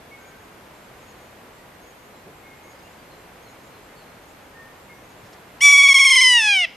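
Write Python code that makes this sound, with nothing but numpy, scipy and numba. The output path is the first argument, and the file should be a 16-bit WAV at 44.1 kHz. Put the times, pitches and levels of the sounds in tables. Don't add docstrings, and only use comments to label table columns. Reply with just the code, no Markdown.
import sys
import numpy as np
from scipy import signal
from scipy.fft import rfft, irfft
from scipy.io import wavfile
from scipy.ndimage import uniform_filter1d
from numba import njit

SR = 44100
rng = np.random.default_rng(int(sys.argv[2]) if len(sys.argv) > 2 else 0)


def store_wav(level_fs):
    pcm = np.round(np.clip(np.atleast_2d(level_fs), -1, 1) * 32767)
    wavfile.write(sys.argv[1], SR, pcm.T.astype(np.int16))


N = 298116
TIME = np.arange(N) / SR
TOP_HZ = 13550
SIDE = np.array([[1], [-1]])


# (time [s], pitch [Hz], relative level [dB], treble against body [dB])
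CRY_CONTOUR = [(5.626, 1158, -16.5, -6.5), (5.66, 1147, -8, -10.5), (5.75, 1124, -8.5, -12),
               (5.86, 1112, -9, -15), (5.97, 1077, -10.5, -10.5), (6.03, 1088, -11, -10.5),
               (6.185, 1008, -12, -8), (6.26, 1023, -12.5, -7.5), (6.33, 978, -12, -12.5),
               (6.375, 945, -12, -18), (6.415, 873, -18.5, -8.5), (6.51, 817.5, -14.5, -18),
               (6.64, 692, -18.5, -19.5)]
# (time [s], hoarseness [0-1])
HOARSENESS = [(5.62, .7), (5.68, 1), (5.74, .45), (5.87, .45), (6.2, 1), (6.32, .75), (6.65, .62)]

def kea(jitter=.0085, quaver=.0012, shimmer=.0098, gain_db=3):
    times, *curves = np.transpose(CRY_CONTOUR)
    pitch_hz, level_db, bright_db = (np.interp(TIME, times, curve) for curve in curves)
    hoarse = np.interp(TIME, *np.transpose(HOARSENESS))
    opening, flick, surge = catches()
    envelope, bend, dull_db = cry_envelope()
    bright_db += dull_db
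    wobble = hoarse * (jitter * wander(1500) + quaver * wander(84))
    pitch_hz = pitch_hz * bend * (1 + flick + .27 * surge + wobble)
    phase = 2 * np.pi * np.cumsum(pitch_hz) / SR
    voice = press(syrinx(phase, pitch_hz, hoarse), bright_db)
    voice *= opening * (1 + 1.17 * surge) * (1 + shimmer * hoarse * wander(700))
    rasp = beak_rasp(phase, opening, hoarse, bright_db)
    return (voice + rasp) * undb(level_db + gain_db) * envelope


# (frequency [Hz], gain [dB])
THROAT_EQ = [(700, -19), (1050, -19), (1400, -26.5), (1700, -6), (2300, 1.5), (2650, -2.5), (2900, 0),
             (4250, -21), (4520, -26.5), (5100, -7.5), (6750, -17.5), (7350, -31), (8600, -16.5),
             (13400, -46)]

def syrinx(phase, pitch_hz, hoarse, flicker_db=2.3):
    tone = np.zeros(N)
    for k in range(1, 21):
        unsteady = hoarse * np.clip((k - 1) / 5, .15, 1)
        flicker = undb(flicker_db * unsteady * (wander(21) + wander(290)))
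        tone += flicker * np.cos(k * phase) * (k * pitch_hz < TOP_HZ)
    return colour(tone, THROAT_EQ)


def press(tone, bright_db, crossover_hz=4800):
    body = signal.sosfiltfilt(signal.butter(8, crossover_hz, fs=SR, output="sos"), tone)
    edge = tone - body
    body, edge = (band / np.sqrt(uniform_filter1d(band ** 2, 900) + 1e-12) for band in (body, edge))
    return (body + undb(bright_db) * edge) / np.sqrt(1 + undb(2 * bright_db))


def catches(first_s=5.7195, period_s=.05455, count=10, rebound_s=.01, surge_edge_s=.002):
    opening, flick, surge = np.ones(N), np.zeros(N), np.zeros(N)
    half_widths_s = np.geomspace(.006, .0029, count)
    depths = np.linspace(.49, .57, count)
    jumps = np.linspace(.025, .16, count)
    half_widths_s[4], depths[4] = .00624, .99
    for k, (half_s, depth, jump) in enumerate(zip(half_widths_s, depths, jumps)):
        t = TIME - first_s - k * period_s
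        abruptness = .84 + 3.7 * depth ** 4
        opening *= 1 - depth * np.exp(-np.abs(t / half_s) ** abruptness)
        opening *= undb(t / rebound_s * np.exp(-(t / rebound_s) ** 2 / 2))
        flick += jump * np.exp(-2 * (t / half_s) ** 2)
        surge += jump * (np.tanh((t - .00227) / surge_edge_s) - np.tanh((t - .021) / surge_edge_s)) / 2
    return opening, flick, surge


def cry_envelope(start_s=5.605, end_s=6.657, attack_s=.018, release_s=.0069):
    since, left = np.maximum(TIME - start_s, 0), np.maximum(end_s - TIME, 0)
    envelope = np.minimum(since / attack_s, 1) * np.minimum(left / release_s, 1)
    scoop = .28 * np.exp(-since / .006)
    droop = .16 * np.exp(-left / .0068)
    dull_db = -9 * np.exp(-left / .02)
    return envelope, 1 - scoop - droop, dull_db


# (frequency [Hz], gain [dB])
RASP_EQ = [(900, -26), (1400, -45), (2300, -9.5), (3200, -3), (4200, -10), (5600, -5), (7200, -21),
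           (8600, -1.5), (13400, -29)]

def beak_rasp(phase, opening, hoarse, bright_db):
    air = noise(RASP_EQ, 0) * (1 + .88 * np.cos(phase))
    pressed = undb(-18 + bright_db / 2) * hoarse
    choked = undb(-21) * 6 * opening * np.maximum(1 - opening, 0) ** 2
    return air * (pressed + choked)


def far_birds(waver=.0054):
    notes = whistles() + chips() + twitter() + chorus() + thin_phrases()
    out, vibrato = np.zeros(N), 1 + waver * wander(57)
    for start, length, from_hz, to_hz, db in notes:
        span = (TIME >= start) & (TIME < start + length)
        progress = (TIME[span] - start) / length
        pitch_hz = (from_hz + (to_hz - from_hz) * progress) * vibrato[span]
        envelope = np.sqrt(np.pi * np.abs(np.sin(np.pi * progress)))
        out[span] += undb(db) * envelope * np.sin(2 * np.pi * np.cumsum(pitch_hz) / SR)
    return out


# (time [s], length [s], pitch [Hz], level [dB])
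WHISTLE_CUES = [(.107, 0.059, 2207, -47), (.185, .13, 1552, -56.5), (1.568, .09, 1908, -60),
                (2.43, .12, 2160, -54), (2.62, .096, 2154, -61), (2.83, .06, 2800, -61),
                (3.959, .045, 4470, -61), (4.54, 0.14, 1825, -50.5), (4.89, 0.049, 2145, -50.5)]

def whistles():
    return [(start, length, hz, hz, db) for start, length, hz, db in WHISTLE_CUES]


# (time [s], level [dB])
PHRASE_CUES = [(0.2, -54.5), (1.01, -54), (1.81, -54.5), (2.63, -53.5), (3.42, -56), (4.21, -60),
               (5.03, -58)]
# (delay [s], length [s], start pitch [Hz], end pitch [Hz], relative level [dB])
PHRASE_NOTES = [(0, 0.046, 6430, 6600, -10), (.05, 0.068, 6720, 6680, -8), (.16, 0.14, 6440, 6970, -15.5),
                (.53, .08, 7480, 7500, -17)]

def thin_phrases():
    return [(start + delay, length, from_hz, to_hz, db + note_db)
            for start, db in PHRASE_CUES for delay, length, from_hz, to_hz, note_db in PHRASE_NOTES]


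# (time [s], level [dB])
CHIP_CUES = [(3.1, -62), (3.45, -61), (3.73, -67), (3.99, -65)]

def chips(length_s=.055, from_hz=4300, to_hz=4030):
    return [(start, length_s, from_hz, to_hz, db) for start, db in CHIP_CUES]


def twitter(start_s=2.715, period_s=.036, tick_s=.017, hz=4960, rise=.057, db=-63):
    from_hz, to_hz = hz * (1 - rise / 2), hz * (1 + rise / 2)
    return [(start_s + k * period_s, tick_s, from_hz, to_hz, db) for k in range(4)]


# (rate [notes/s], length [s], lowest pitch [Hz], highest pitch [Hz], widest glide [share], level [dB])
CHORUS_VOICES = [(2.2, .06, 7350, 7550, .01, -70), (1.1, .08, 3400, 6200, .07, -70),
                 (.7, .09, 1850, 2400, .02, -64)]

def chorus():
    notes = []
    for rate, length, low_hz, high_hz, glide, db in CHORUS_VOICES:
        for k, (when, pitch, slide) in enumerate(rng.random((int(rate * N / SR), 3))):
            hz = low_hz + (high_hz - low_hz) * pitch
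            notes.append(((k + when) / rate, length, hz, hz * (1 + glide * (2 * slide - 1)), db))
    return notes


# (time [s], length [s], centre [Hz], level [dB])
SCUFF_CUES = [(2.24, 0.1, 174, -54.5), (2.248, 0.082, 515, -49), (2.629, 0.039, 577, -51),
              (5.201, 0.062, 139, -51.5), (5.232, 0.065, 5500, -62), (5.322, 0.026, 5600, -54.5)]

def scuffs():
    out = np.zeros(N)
    for start, length, hz, db in SCUFF_CUES:
        progress = np.clip((TIME - start) / length, 0, 1)
        swell = np.sqrt(2 * np.abs(np.sin(np.pi * progress)) ** 1.8)
        band = [(hz / 4, -30), (hz / 1.7, -2), (hz, 0), (hz * 1.1, -3), (hz * 6, -60)]
        out += swell * noise(band, db)
    return out


# (frequency [Hz], gain [dB])
FOREST_EQ = [(500, 11.5), (2500, 0), (5000, 9), (9000, -8), (13000, -77)]

def forest_reverb(x, t60_s, send_db, predelay_s=.004, width=.35):
    t = TIME[:SR]
    decay = undb(-60 * t / t60_s) * (t > predelay_s)
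    decay /= np.linalg.norm(decay)
    tails = [colour(rng.standard_normal(SR) * decay, FOREST_EQ) for _ in range(2)]
    mid, side = (signal.fftconvolve(x, tail)[:N] for tail in tails)
    return undb(send_db) * (mid + width * side * SIDE)


# (frequency [Hz], gain [dB])
RUSH_MID_EQ = [(15, -47), (25, -4.5), (124, -0.5), (339, -1.5), (482, -1), (972, -4), (1280, -7),
               (2010, -9), (2220, -10), (2400, -11), (3240, -16), (5480, -23), (6700, -23), (7980, -25.5),
               (10000, -26), (13000, -35), (22000, -120)]
RUSH_SIDE_EQ = [(15, -51), (25, -21), (71, -14.5), (545, -3.5), (1140, -3), (2050, -8), (2210, -8),
                (2510, -10.5), (5390, -18.5), (7320, -18), (11000, -23), (14300, -50), (22000, -120)]
# (frequency [Hz], gain [dB])
HISS_EQ = [(6000, -25), (8800, -6), (8970, 12), (9150, -21), (11100, -1), (11600, 6.5), (13500, 4.5),
           (15000, -35)]

def night_bed(mid_db=-47, side_db=-53, hiss_db=-65.5, drift_db=.4):
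    mid = noise(RUSH_MID_EQ, mid_db) * undb(drift_db * wander(1.4))
    return mid + noise(HISS_EQ, hiss_db) + noise(RUSH_SIDE_EQ, side_db) * SIDE


def undb(db):
    return 10 ** (np.asarray(db) / 20)


def at_level(x, db):
    return x * undb(db) / np.sqrt(np.mean(x ** 2))


def colour(x, eq, size=8192):
    hz, db = np.transpose(eq)
    bins = np.maximum(np.fft.rfftfreq(size, 1 / SR), 1)
    gain = undb(np.interp(np.log(bins), np.log(hz), db))
    cepstrum = irfft(np.log(gain))
    cepstrum[1:size // 2] *= 2
    cepstrum[size // 2 + 1:] = 0
    impulse = irfft(np.exp(rfft(cepstrum)))
    return signal.fftconvolve(x, impulse)[:len(x)]


def noise(eq, db):
    return at_level(colour(rng.standard_normal(N), eq), db)


def wander(rate_hz):
    window = max(int(SR / rate_hz), 1)
    smoothed = uniform_filter1d(rng.standard_normal(N), window)
    return at_level(uniform_filter1d(smoothed, window), 0)


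@njit
def follow_peaks(x, attack, release):
    out, envelope = np.empty(len(x)), 0.
    for i in range(len(x)):
        envelope += (x[i] - envelope) * (attack if x[i] > envelope else release)
        out[i] = envelope
    return out


def scene(port_lag_s=8e-6):
    cry, birds = kea(), far_birds()
    spread = port_lag_s / 2 * SR * np.gradient(cry) * SIDE
    ground = forest_reverb(cry, t60_s=.14, send_db=-20)
    trees = forest_reverb(cry, t60_s=.57, send_db=-23.5)
    low_whistles = colour(birds, [(2400, 0), (4000, -8)])
    ring = forest_reverb(low_whistles, t60_s=.9, send_db=-5.5)
    return cry + spread + ground + trees + birds + ring + scuffs() + night_bed()


def record(dry, ceiling=.88, lookahead_samples=60, attack_s=.00016, release_s=32, low_cut_hz=28):
    upcoming = np.roll(np.abs(dry).max(axis=0), -lookahead_samples)
    peak = follow_peaks(upcoming, 1 / (attack_s * SR), 1 / (release_s * SR))
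    ducked = dry * ceiling / np.maximum(peak, ceiling)
    low_cut = signal.butter(2, low_cut_hz, "high", fs=SR, output="sos")
    high_cut = signal.ellip(10, .2, 80, TOP_HZ, fs=SR, output="sos")
    return signal.sosfilt(high_cut, signal.sosfilt(low_cut, ducked))


dry = scene()
out = record(dry)
store_wav(out)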